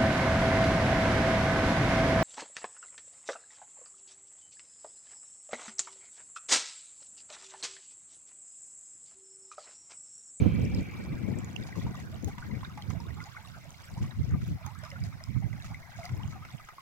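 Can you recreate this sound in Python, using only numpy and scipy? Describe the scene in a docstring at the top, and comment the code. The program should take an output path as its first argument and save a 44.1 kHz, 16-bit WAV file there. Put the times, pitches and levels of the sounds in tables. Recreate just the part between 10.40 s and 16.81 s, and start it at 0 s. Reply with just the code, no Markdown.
"""A shallow stream along a muddy bank: a soft rush of tiny ringing bubbles. Waves close over air pockets
that gurgle, wavelets slap, crests crackle into spray, drops plip and tick, foam pops. The bank adds a
short echo. Gusts buffet the two microphone ports, each in its own way. A thin high ring fades out in
the first seconds."""
import sys
import numpy as np
from scipy import signal
from scipy.fft import rfft, irfft, next_fast_len
from scipy.io import wavfile
from scipy.ndimage import uniform_filter1d, map_coordinates

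SR = 44100
rng = np.random.default_rng(int(sys.argv[2]) if len(sys.argv) > 2 else 0)


def persist_wave(psi):
    """Save psi, clipped to +-1, as 16-bit WAV."""
    counts = np.round(np.clip(psi, -1, 1) * 32767).astype(np.int16)
    wavfile.write(sys.argv[1], SR, np.atleast_2d(counts).T)


N = 282681

# likeness of water noise at the two ports: freq_hz, correlation
WATER_COHERENCE = [(100, .05), (420, .15), (700, .7), (1200, .25), (1730, .6), (2200, .55), (3000, .15),
                   (4400, .4), (6500, .1), (15000, 0)]
# drop impact spectrum: freq_hz, density_db
SPLASH_SPECTRUM = [(500, -36), (1000, -6), (2200, 5), (3200, -1), (5200, 1), (6500, 3.5), (9000, -8.5),
                   (15000, -15)]
# water-on-water spectrum: freq_hz, density_db
SLAP_SPECTRUM = [(250, -21), (650, -7.5), (1100, 2), (2200, -3), (3200, -15.5), (6000, -18), (12000, -33)]


def amp(db):
    """Decibels to gain."""
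    return 10 ** (np.asarray(db) / 20)


def unit(x):
    """Scale to rms 1."""
    return x / np.sqrt(np.mean(x ** 2) + 1e-20)


def along(points, hz):
    """Interpolate (freq_hz, value) rows on a log axis."""
    knots_hz, values = np.transpose(points)
    return np.interp(np.log(hz + 1), np.log(knots_hz + 1), values)


def curves(rows):
    """One value per sample for each column after time_s."""
    time_s, *columns = np.transpose(rows)
    return [np.interp(np.arange(N) / SR, time_s, column) for column in columns]


def wobble(rate_hz):
    """Smooth random curve, rate_hz knots a second."""
    return map_coordinates(rng.standard_normal(4096), [np.arange(N) * rate_hz / SR], mode="wrap")


def filtered(x, response):
    """Apply a complex frequency response."""
    size = next_fast_len(N + SR // 2)
    return irfft(rfft(x, size) * response(np.fft.rfftfreq(size, 1 / SR)), size)[..., :N]


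def noise(gain, coherence):
    """Stereo noise of rms 1 with a given colour and left-right correlation."""
    def mid_side_gain(hz):
        angle = np.arccos(np.clip(along(coherence, hz), -1, 1)) / 2
        return gain(hz) * np.array([np.cos(angle), np.sin(angle)])
    mid, side = filtered(rng.standard_normal((2, N)), mid_side_gain)
    return unit(np.array([mid + side, mid - side]))


def water_noise(spectrum):
    """Coloured noise, partly common to both ports."""
    return noise(lambda hz: amp(along(spectrum, hz)), WATER_COHERENCE)


def patchy(x, depth_db):
    """Random gain patches over time and frequency, shallower in the treble."""
    hz, _, spectra = signal.stft(x, SR, nperseg=512)
    field = rng.standard_normal(spectra.shape[1:])
    field = uniform_filter1d(uniform_filter1d(field, 6, axis=0), 4, axis=1)
    patch_db = depth_db / (1 + (hz[:, None] / 4000) ** 2) * unit(field)
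    return unit(signal.istft(spectra * amp(patch_db), nperseg=512)[1][:, :N])


def bursts(start_s, level_db, t60_s, attack_s):
    """Envelope of fast swells with exponential decays."""
    t = np.arange(SR // 3) / SR
    attack = 1 - np.exp(-t / attack_s)
    envelope = np.zeros(N + SR)
    for onset_s, db, decay_s in zip(*np.broadcast_arrays(start_s, level_db, t60_s)):
        envelope[int(onset_s * SR):][:len(t)] += amp(db - 60 * t / decay_s) * attack
    return envelope[:N]


def bubbles(start_s, level_db, hz, t60_s, glide_oct_per_s, pan_db, attack_cycles, spread_s):
    """Damped gliding sines, climbing as a bubble nears the surface; each has its own lag between ports."""
    columns = np.broadcast_arrays(start_s, level_db, hz, t60_s, glide_oct_per_s, pan_db, attack_cycles)
    start_s, level_db, hz, t60_s, glide_oct_per_s, pan_db, attack_cycles = (c[:, None] for c in columns)
    age = np.arange(int(min(t60_s.max(), 0.1) * SR) + 8)
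    lag_s = spread_s * rng.standard_normal(start_s.shape)
    index = ((start_s * SR).astype(int) + age).ravel()
    ports = []
    for side in (1, -1):
        t = np.maximum(age / SR - np.maximum(side * lag_s, 0), 0)
        swell = 1 - np.exp(-(t * hz / attack_cycles) ** 2)
        decay = amp(-60 * t / t60_s)
        bend = 1 + np.log(2) * glide_oct_per_s * t * np.minimum(t / t60_s, 1)
        ring = amp(level_db + side * pan_db / 2) * swell * decay * np.sin(2 * np.pi * hz * t * bend)
        ports.append(np.bincount(index, ring.ravel(), N)[:N])
    return np.array(ports)


def swarm(count, low_hz, high_hz, cycles, size_db, climb_oct, attack_cycles, spread_s):
    """Random bubbles shed in threes; rms 1."""
    pitch, life, glide, size, delay = rng.random((count, 5)).T
    start_s = np.repeat(rng.random(count) * N / SR, 3)[:count] + 0.037 * delay
    hz = low_hz * (high_hz / low_hz) ** pitch
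    t60_s = cycles / hz * (0.5 + life)
    level_db = size_db * np.minimum(-np.log(1 - size), 4)
    glide_oct_per_s = 2 * glide * climb_oct / t60_s
    pan_db = rng.normal(0, 0.3, count)
    return unit(bubbles(start_s, level_db, hz, t60_s, glide_oct_per_s, pan_db, attack_cycles, spread_s))


def droplets(start_s, level_db, low_hz, high_hz, cycles, scatter_s, count):
    """Each disturbance sheds count small bubbles, most of them early."""
    delay, pitch, size = rng.random((count * len(start_s), 3)).T
    onset_s = np.repeat(start_s, count) + scatter_s * delay ** 2
    db = np.repeat(level_db, count) - 9 * size
    hz = low_hz * (high_hz / low_hz) ** pitch
    return bubbles(onset_s, db, hz, cycles / hz, glide_oct_per_s=4, pan_db=rng.normal(0, 1, len(hz)),
                   attack_cycles=2.6, spread_s=50e-6)


def strays(count, level_db, low_hz, high_hz, extra=()):
    """Random events strewn over the whole time: start_s, level_db, pitch_hz, *extra."""
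    when, size, pitch = rng.random((count, 3)).T
    start_s = (np.arange(count) + when) / count * N / SR
    hz = low_hz * (high_hz / low_hz) ** pitch
    return np.column_stack(np.broadcast_arrays(start_s, level_db + 6 * (size - 0.5), hz, *extra))


def plips(start_s, level_db, hz, t60_s, pan_db):
    """Small bubbles swell as they pinch off, sag in pitch and damp quickly."""
    makeup_db = 29.5  # offsets the decay during the swell
    return bubbles(start_s, level_db + makeup_db, hz, t60_s, glide_oct_per_s=-7.5, pan_db=pan_db,
                   attack_cycles=0.48 * hz * t60_s, spread_s=12e-6)


def riffle():
    """Bubbles of four sizes, pulsed by wavelets, over the rush of water farther off."""
    # strength of the flow: time_s, babble_db, spray_db
    flow = [(0, -54.5, -63.5), (1.4, -55.5, -65.5), (2.2, -69, -67.5), (3.5, -65.5, -64.5),
            (4.3, -74, -67.5), (5.1, -64, -71.5), (5.7, -52.5, -68), (6.41, -96, -69.5)]
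    # distant water: freq_hz, density_db
    rush_spectrum = [(40, 10), (230, -20), (320, -6.5), (430, -9.5), (700, 2), (1300, 2), (2250, 2.5),
                     (2900, -10.5), (3700, -10), (5200, -8), (6500, -14), (9000, -18), (12000, -14),
                     (15500, -15)]
    babble_db, spray_db = curves(flow)
    rush = amp(-53.5 + 0.14 * wobble(3.6)) * patchy(water_noise(rush_spectrum), depth_db=6)
    large = swarm(1150, 604, 1450, cycles=26.3, size_db=1.5, climb_oct=0.35,
                  attack_cycles=4.1, spread_s=87e-6)
    small = swarm(1200, 1460, 2397, cycles=30, size_db=3, climb_oct=0.055,
                  attack_cycles=27, spread_s=60e-6)
    fizz = swarm(6000, 2730, 8200, cycles=23, size_db=3.6, climb_oct=0.04,
                 attack_cycles=2.5, spread_s=50e-6)
    crackle = swarm(2600, 8500, 15500, cycles=11, size_db=4, climb_oct=0.02,
                    attack_cycles=1, spread_s=60e-6)
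    lapping_db = 2.6 * wobble(20) + 1.2 * wobble(8)  # each wavelet traps air and throws spray
    babble = amp(babble_db + lapping_db / 2) * (amp(-6) * large + amp(-4) * small)
    spray = amp(spray_db + lapping_db) * (amp(2) * fizz + amp(-10.5) * crackle)
    return rush + babble + spray


def thin_ring():
    """A fuzzy high ring dies away, upper resonances first."""
    # overall fade: time_s, level_db
    fade = [(0, -52.5), (.45, -53.5), (.8, -57.5), (1.3, -69), (2, -83), (2.6, -100)]
    # resonances: centre_hz, width_hz, level_db, extra_fade_db_per_s
    resonances = [(2325, 105, -1, 0), (2570, 280, -5.5, 4), (3156, 16, -15.5, 12), (3050, 700, -6, 26),
                  (4100, 600, -8, 90), (6250, 220, -9, 190)]
    t = np.arange(N) / SR
    ring = 0
    for centre_hz, width_hz, level_db, fade_db_per_s in resonances:
        band = noise(lambda hz: 1 / (1 + ((hz - centre_hz) / width_hz * 1.5) ** 2), [(2300, 0.8)])
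        ring += amp(level_db - fade_db_per_s * t) * band
    return amp(curves(fade)[0]) * ring


def buffet(spectrum, lump_db, lump_hz):
    """Turbulence, unrelated between ports: lumpy from eddy to eddy, level over longer times."""
    turbulence = noise(lambda hz: amp(along(spectrum, hz)), coherence=[(100, 0)])
    turbulence *= amp(lump_db * np.array([wobble(lump_hz), wobble(lump_hz)]))
    local_power = np.abs(uniform_filter1d(turbulence ** 2, size=SR // 14))
    return turbulence / np.sqrt(local_power + 1e-9)


def gust_pressure():
    """Wind strength at each port: gusts swell and ebb on top of the breeze."""
    # light air between gusts: time_s, left_db, right_db
    breeze = [(0, -32, -18), (0.3, -37, -36.5), (0.55, -45.5, -41), (1.3, -43, -43), (2.2, -44.5, -41.5),
              (2.8, -47.5, -64), (2.95, -67, -56), (3.1, -53, -44.5), (3.4, -55.5, -51.5),
              (3.95, -28.5, -49), (4.35, -68, -80), (5.05, -40, -30), (5.5, -50, -58), (5.9, -41.5, -43),
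              (6.41, -72, -62)]
    # gusts: peak_s, length_s, left_db, right_db
    gusts = [(0.053, 0.064, -44, -18.5), (0.127, 0.025, -38, -20.5), (0.241, 0.08, -35, -26),
             (0.374, 0.095, -30.5, -26.5), (0.601, 0.014, -46, -29), (0.725, 0.051, -36, -32),
             (0.906, 0.27, -34.5, -39.5), (1.204, 0.027, -33.5, -55), (1.388, 0.044, -29.5, -42),
             (1.46, 0.055, -31, -32.5), (1.86, 0.051, -28.5, -41), (2.14, 0.11, -33, -40),
             (2.509, 0.097, -48, -29), (2.672, 0.33, -58, -35), (3.531, 0.041, -37.5, -41),
             (3.628, 0.075, -29.5, -30), (3.801, 0.038, -32, -24), (3.857, 0.06, -32.5, -35),
             (3.941, 0.063, -27.5, -20.5), (4.03, 0.031, -37, -29), (4.101, 0.075, -28.5, -31.5),
             (4.152, 0.03, -31.5, -37), (4.268, 0.038, -64, -30.5), (4.397, 0.3, -79, -39),
             (4.52, 0.043, -49, -42), (4.631, 0.11, -39, -29), (4.75, 0.044, -49, -42),
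             (4.9, .04, -45, -31), (4.975, 0.038, -40, -22.5), (5.058, 0.092, -49, -29.5),
             (5.308, 0.11, -45, -38), (5.601, 0.046, -46, -37.5), (5.744, 0.079, -33.5, -37),
             (5.866, 0.055, -43, -31), (6.147, 0.022, -45, -34)]
    t = np.arange(N) / SR
    power = amp(curves(breeze)) ** 2
    for peak_s, length_s, left_db, right_db in gusts:
        swell = np.exp(-((t - peak_s) / (0.42 * length_s)) ** 2)
        power += amp([[left_db], [right_db]]) ** 2 * swell
    waver_db = 1.76 * np.array([wobble(8), wobble(17)])
    return np.sqrt(power) * amp(waver_db)


def wind():
    """Gusts rumble on each port; small eddies add a brighter flutter, more on the left."""
    # small eddies: time_s, flutter_db
    eddies = [(0, -2.5), (0.9, -2.5), (2.3, -7), (4, -17.5), (5, -24), (6.41, -9)]
    # eddy spectrum: freq_hz, density_db
    flutter_spectrum = [(80, -74), (170, 8.5), (240, 0.5), (330, -4.5), (440, -12.5), (482, -11),
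                        (540, -14), (620, -21), (900, -30.5), (2000, -43), (5000, -58.5)]
    # gust spectrum: freq_hz, density_db
    rumble_spectrum = [(15, -64), (35, -34), (55, -8), (85, 0), (120, 2), (170, -6), (240, -16), (330, -29),
                       (450, -39), (900, -83), (2000, -110)]
    port_db, port_highpass_hz = np.array([[2], [-2.5]]), 42
    flutter = amp(curves(eddies)[0] + port_db) * buffet(flutter_spectrum, lump_db=4.5, lump_hz=60)
    pressure = gust_pressure() * (buffet(rumble_spectrum, lump_db=3.3, lump_hz=55) + flutter)
    return filtered(pressure, lambda hz: hz ** 2 / np.hypot(hz ** 2, port_highpass_hz ** 2))


def ticks():
    """Spray lands with a crack, traps a tiny pinging bubble and scatters."""
    # spray landings: start_s, level_db, pitch_hz
    landings = [(0.3473, -31, 5140), (0.987, -31.5, 7540), (1.0455, -35, 6850), (1.1612, -39, 6540),
                (1.237, -36, 4840), (1.8451, -30, 6420), (2.422, -36, 4270), (2.5017, -35, 6530),
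                (2.6021, -38, 5340), (2.8397, -36, 4940), (3.305, -37, 6330), (4.2635, -34, 6500),
                (4.389, -39, 8050), (4.436, -37, 5300), (4.451, -37, 5200), (4.5028, -35, 5400),
                (4.638, -34, 4850), (4.8383, -31, 5200), (5.2228, -36, 3950), (5.598, -42, 5000),
                (5.654, -30.5, 4880)]
    # impact spectrum: freq_hz, density_db
    crack_spectrum = [(1200, -24), (3000, -8), (5500, 0), (8000, -4), (11000, -10), (15000, -18)]
    faint = strays(count=18, level_db=-46, low_hz=4670, high_hz=7400)
    start_s, level_db, hz = np.vstack([landings, faint]).T
    crack = bursts(start_s, level_db - 10.5, t60_s=0.009, attack_s=0.0003) * water_noise(crack_spectrum)
    ping = plips(start_s, level_db - 7.5, hz, t60_s=0.0045, pan_db=1.5)
    scatter = droplets(start_s, level_db - 11, 3800, 7200, cycles=22, scatter_s=0.022, count=5)
    return crack + ping + scatter


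def drips():
    """Drops hit with a wet crack, a bright plip and a weak after-ring."""
    # drops and small bubbles: start_s, level_db, pitch_hz, t60_s, left_minus_right_db
    drops = [(1.1620, -31.5, 2845, 0.0056, -7.5), (1.3238, -43, 2000, 0.017, 0),
             (2.1098, -45, 2110, 0.016, -1), (2.15, -45.5, 2310, .012, -1), (2.2475, -44, 3780, 0.0063, -9),
             (2.4215, -46.5, 3180, 0.0057, -9), (2.704, -45.5, 1960, 0.016, -1),
             (2.802, -43.5, 2150, .011, -4), (2.9706, -43.5, 2170, 0.011, 1),
             (3.709, -49, 3890, 0.0076, -7), (4.514, -42.5, 2120, 0.011, -3),
             (4.5158, -47.5, 2930, 0.0067, -2), (5.1292, -41, 2080, 0.0072, -5),
             (5.2, -52, 2700, 0.0077, 0), (5.264, -54, 2720, .009, -2), (5.3442, -36, 2120, .008, 0),
             (5.6304, -42.5, 2210, .012, -1), (5.6605, -42, 2100, .01, -9), (5.692, -44.5, 2140, .01, -6),
             (5.8322, -42, 3040, 0.0057, -1), (6.0492, -43.5, 2150, 0.009, -2)]
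    faint = strays(count=9, level_db=-51, low_hz=1790, high_hz=2400, extra=[0.01, 0])
    start_s, level_db, hz, t60_s, pan_db = np.vstack([drops, faint]).T
    impact = bursts(start_s, level_db - 15, t60_s=0.026, attack_s=0.0003) * water_noise(SPLASH_SPECTRUM)
    plip = plips(start_s, level_db, hz, t60_s, pan_db)
    after_ring = plips(start_s + t60_s / 2, level_db - 19, hz, 2 * t60_s, pan_db)
    return impact + plip + after_ring


def splashes():
    """A broken crest sprinkles droplets over a crackle of fine bursting ones."""
    # breaking crests: start_s, level_db, t60_s
    crests = [(1.265, -50.5, 0.19), (1.355, -52.5, 0.31), (1.464, -57, 0.11), (1.591, -53, 0.18),
              (1.872, -52, 0.27), (2.503, -58, 0.13), (2.811, -60, 0.57), (3.574, -52.5, 0.14),
              (3.625, -48.5, 0.092), (4.013, -53.5, 0.35), (4.271, -58, 0.17), (4.435, -57, 0.18),
              (4.64, -51.5, .3), (5.225, -56, 0.15), (5.243, -51.5, 0.25), (5.568, -51, 0.3),
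              (5.635, -50, .16), (5.905, -48.5, 0.092)]
    start_s, level_db, t60_s = np.transpose(crests)
    clicks_per_s = 1500  # per port, half of them common to both
    clicks = (rng.random((3, N)) < clicks_per_s / SR / 2) * rng.standard_normal((3, N))
    crackle = unit(filtered(clicks[:2] + clicks[2], lambda hz: amp(along(SPLASH_SPECTRUM, hz))))
    sprinkle = droplets(start_s, level_db + 10, 1800, 6800, cycles=21, scatter_s=0.06, count=13)
    return bursts(start_s, level_db - 1, t60_s, attack_s=0.0023) * crackle + sprinkle


def gurgles():
    """A wave folds and churns: a large bubble glides, a weaker twin beats with it, small ones break off."""
    # trapped air pockets: start_s, level_db, pitch_hz, t60_s, glide_oct_per_s, attack_cycles
    pockets = [(1.283, -42, 772, 0.08, 3, 6.5), (1.354, -38, 1090, 0.052, -6, 2),
               (1.465, -35.5, 907, 0.064, 6, 1.4), (1.54, -32, 1176, 0.032, 0.5, 7.9),
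               (1.585, -37.5, 705, 0.05, 16, 4.3), (1.722, -43, 615, 0.12, 12, 3.2),
               (1.876, -35.5, 788, 0.1, 4, 3.3), (1.977, -42, 966, 0.13, -0.5, 3.3),
               (2.023, -36, 1470, 0.053, 5, 2), (2.231, -33.5, 1022, 0.045, 10, 0.63),
               (2.24, -36, 1410, 0.071, 13, 9.5), (2.292, -39, 1194, 0.073, 19, 8.2),
               (2.373, -36.5, 840, 0.14, -1, 2.9), (2.548, -38, 676, 0.07, -4, 2),
               (2.599, -39.5, 930, 0.082, 0.5, 2.5), (2.768, -41, 786, 0.14, 11.5, 9.1),
               (2.81, -37.5, 1400, 0.081, 3.5, 4), (2.855, -42, 790, 0.14, 14.5, 4.4),
               (2.946, -40, 1130, 0.065, 9, 3.3), (2.964, -31.5, 1440, 0.042, 12, 3),
               (2.978, -48, 835, 0.2, 7, 4.1), (3.047, -45, 1160, .06, -6, 3),
               (3.571, -42, 903, 0.11, 6.5, 2), (3.615, -46, 1510, 0.038, -2, 2),
               (3.638, -45, 1100, 0.12, 7, 1.9), (3.938, -41, 1204, .08, -1.5, 4.4),
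               (4.172, -45, 765, .07, -6, 1.4), (4.263, -35.5, 960, 0.011, -8, .6),
               (4.268, -37.5, 816, 0.18, 7.5, 5.5), (4.352, -39.5, 1260, 0.053, 7, 3),
               (4.43, -39.5, 614, 0.11, 5.5, 2.2), (4.437, -35.5, 1526, 0.05, -9, 1.6),
               (4.45, -40, 1167, 0.1, 6, 3.7), (4.522, -42.5, 562, 0.089, -3, 1.2),
               (4.555, -39, 1400, 0.11, 15, 2), (4.639, -46.5, 694, 0.14, -1, 1.2),
               (4.722, -42, 1220, 0.051, 15, 4.4), (4.804, -40, 597, 0.072, 11.5, 5.6),
               (5.242, -41, 1240, 0.045, 6, 2.7), (5.586, -36, 695, 0.15, -4, 2.1),
               (5.64, -36.5, 697, 0.11, 4.5, 5), (5.789, -36, 852, .11, 17, 10.7),
               (5.92, -41.5, 1310, 0.17, -4, 9.8), (5.954, -43, 776, 0.12, -1.5, 2),
               (6.016, -38, 1220, 0.12, 7.5, 13), (6.197, -43, 1230, 0.057, 8, 1.7),
               (6.288, -43, 1220, 0.11, 5, 3.3), (6.382, -39.5, 1095, 0.073, -3, 0.6)]
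    # ring of the faint pockets: t60_s, glide_oct_per_s, attack_cycles
    faint_ring = [0.115, 6.5, 5.1]
    faint = strays(count=12, level_db=-48, low_hz=630, high_hz=1487, extra=faint_ring)
    start_s, level_db, hz, t60_s, glide_oct_per_s, attack_cycles = np.vstack([pockets, faint]).T
    delay, detune = rng.random((len(start_s), 2)).T
    main = bubbles(start_s, level_db - 0.8, hz, t60_s, glide_oct_per_s,
                   pan_db=0, attack_cycles=attack_cycles, spread_s=70e-6)
    twin_hz = hz * (0.74 + 0.608 * detune)
    twin = bubbles(start_s + 0.015 * delay, level_db - 10, twin_hz, 0.72 * t60_s, glide_oct_per_s,
                   pan_db=0, attack_cycles=1.2, spread_s=380e-6)
    shed = droplets(start_s, level_db - 7.5, 965, 2540, cycles=43, scatter_s=0.036, count=6)
    churn = bursts(start_s, level_db - 20.5, 2 * t60_s, attack_s=0.0034) * water_noise(SLAP_SPECTRUM)
    shudder_db = 2.4 * wobble(170)
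    return (main + twin) * amp(shudder_db) + shed + churn


def pops():
    """Foam films burst with very fine clicks."""
    # bursting films: start_s, level_db
    films = [(1.3658, -46), (1.7325, -52), (1.8444, -35), (1.8851, -34), (2.0762, -41), (3.4979, -51),
             (4.0796, -38), (4.2622, -32), (5.6511, -37), (5.7763, -34)]
    # click spectrum: freq_hz, density_db
    snap_spectrum = [(4000, -20), (10000, -4), (13000, 0)]
    start_s, level_db = np.transpose(films)
    return bursts(start_s, level_db - 3, t60_s=0.004, attack_s=0.0001) * water_noise(snap_spectrum)


def slaps():
    """Water meets water with a dull, unpitched clap."""
    # wavelets slapping shut: start_s, level_db
    wavelets = [(1.465, -49), (1.982, -40.5), (2.233, -46), (2.375, -40.5), (2.504, -38), (2.803, -45),
                (3.571, -57), (4.264, -46), (4.437, -45), (5.692, -43), (6.05, -41.5), (6.197, -53),
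                (6.287, -41.5)]
    start_s, level_db = np.transpose(wavelets)
    return bursts(start_s, level_db, t60_s=0.044, attack_s=0.00033) * water_noise(SLAP_SPECTRUM)


def bank_echo(water):
    """The bank scatters a short, soft echo."""
    # echo decay: freq_hz, t60_s
    decay = [(200, 0.34), (2000, 0.063), (10000, 0.23)]
    hz, t, spectra = signal.stft(rng.standard_normal((2, SR // 3)), SR, nperseg=256)
    tail = signal.istft(spectra * amp(-60 * t / along(decay, hz)[:, None]), SR, nperseg=256)[1]
    return signal.fftconvolve(water, tail / np.linalg.norm(tail[0]), axes=1)[:, :N]


def scene():
    """Water reaches the ports with level and phase differences; wind acts on them directly."""
    # level between ports: freq_hz, left_minus_right_db
    tilt = [(600, 0), (1000, -1), (1600, -2.5), (1950, 4), (2500, -1.5), (3600, -6.5), (4900, 1),
            (6200, -8.5), (7500, -2.5), (10000, 0), (15000, 1.5)]
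    # phase between ports: freq_hz, left_lead_rad
    lead = [(600, 0), (1150, -.2), (1550, 1.9), (1730, 3), (1950, 1.3), (2700, .3), (3100, 3), (4500, 3.3),
            (5300, 5.1), (7200, 3.5), (12000, 4.7)]
    water = riffle() + gurgles() + slaps() + splashes() + drips() + ticks() + pops()
    water += amp(-13.5) * bank_echo(water)
    side = np.array([[0.5], [-0.5]])
    water = filtered(water, lambda hz: amp(side * along(tilt, hz)) * np.exp(1j * side * along(lead, hz)))
    return water + thin_ring() + wind()


def record(dry):
    """Brick-wall low-pass."""
    cutoff_hz = 15850
    return filtered(dry, lambda hz: hz < cutoff_hz)


dry = scene()
out = record(dry)
persist_wave(out)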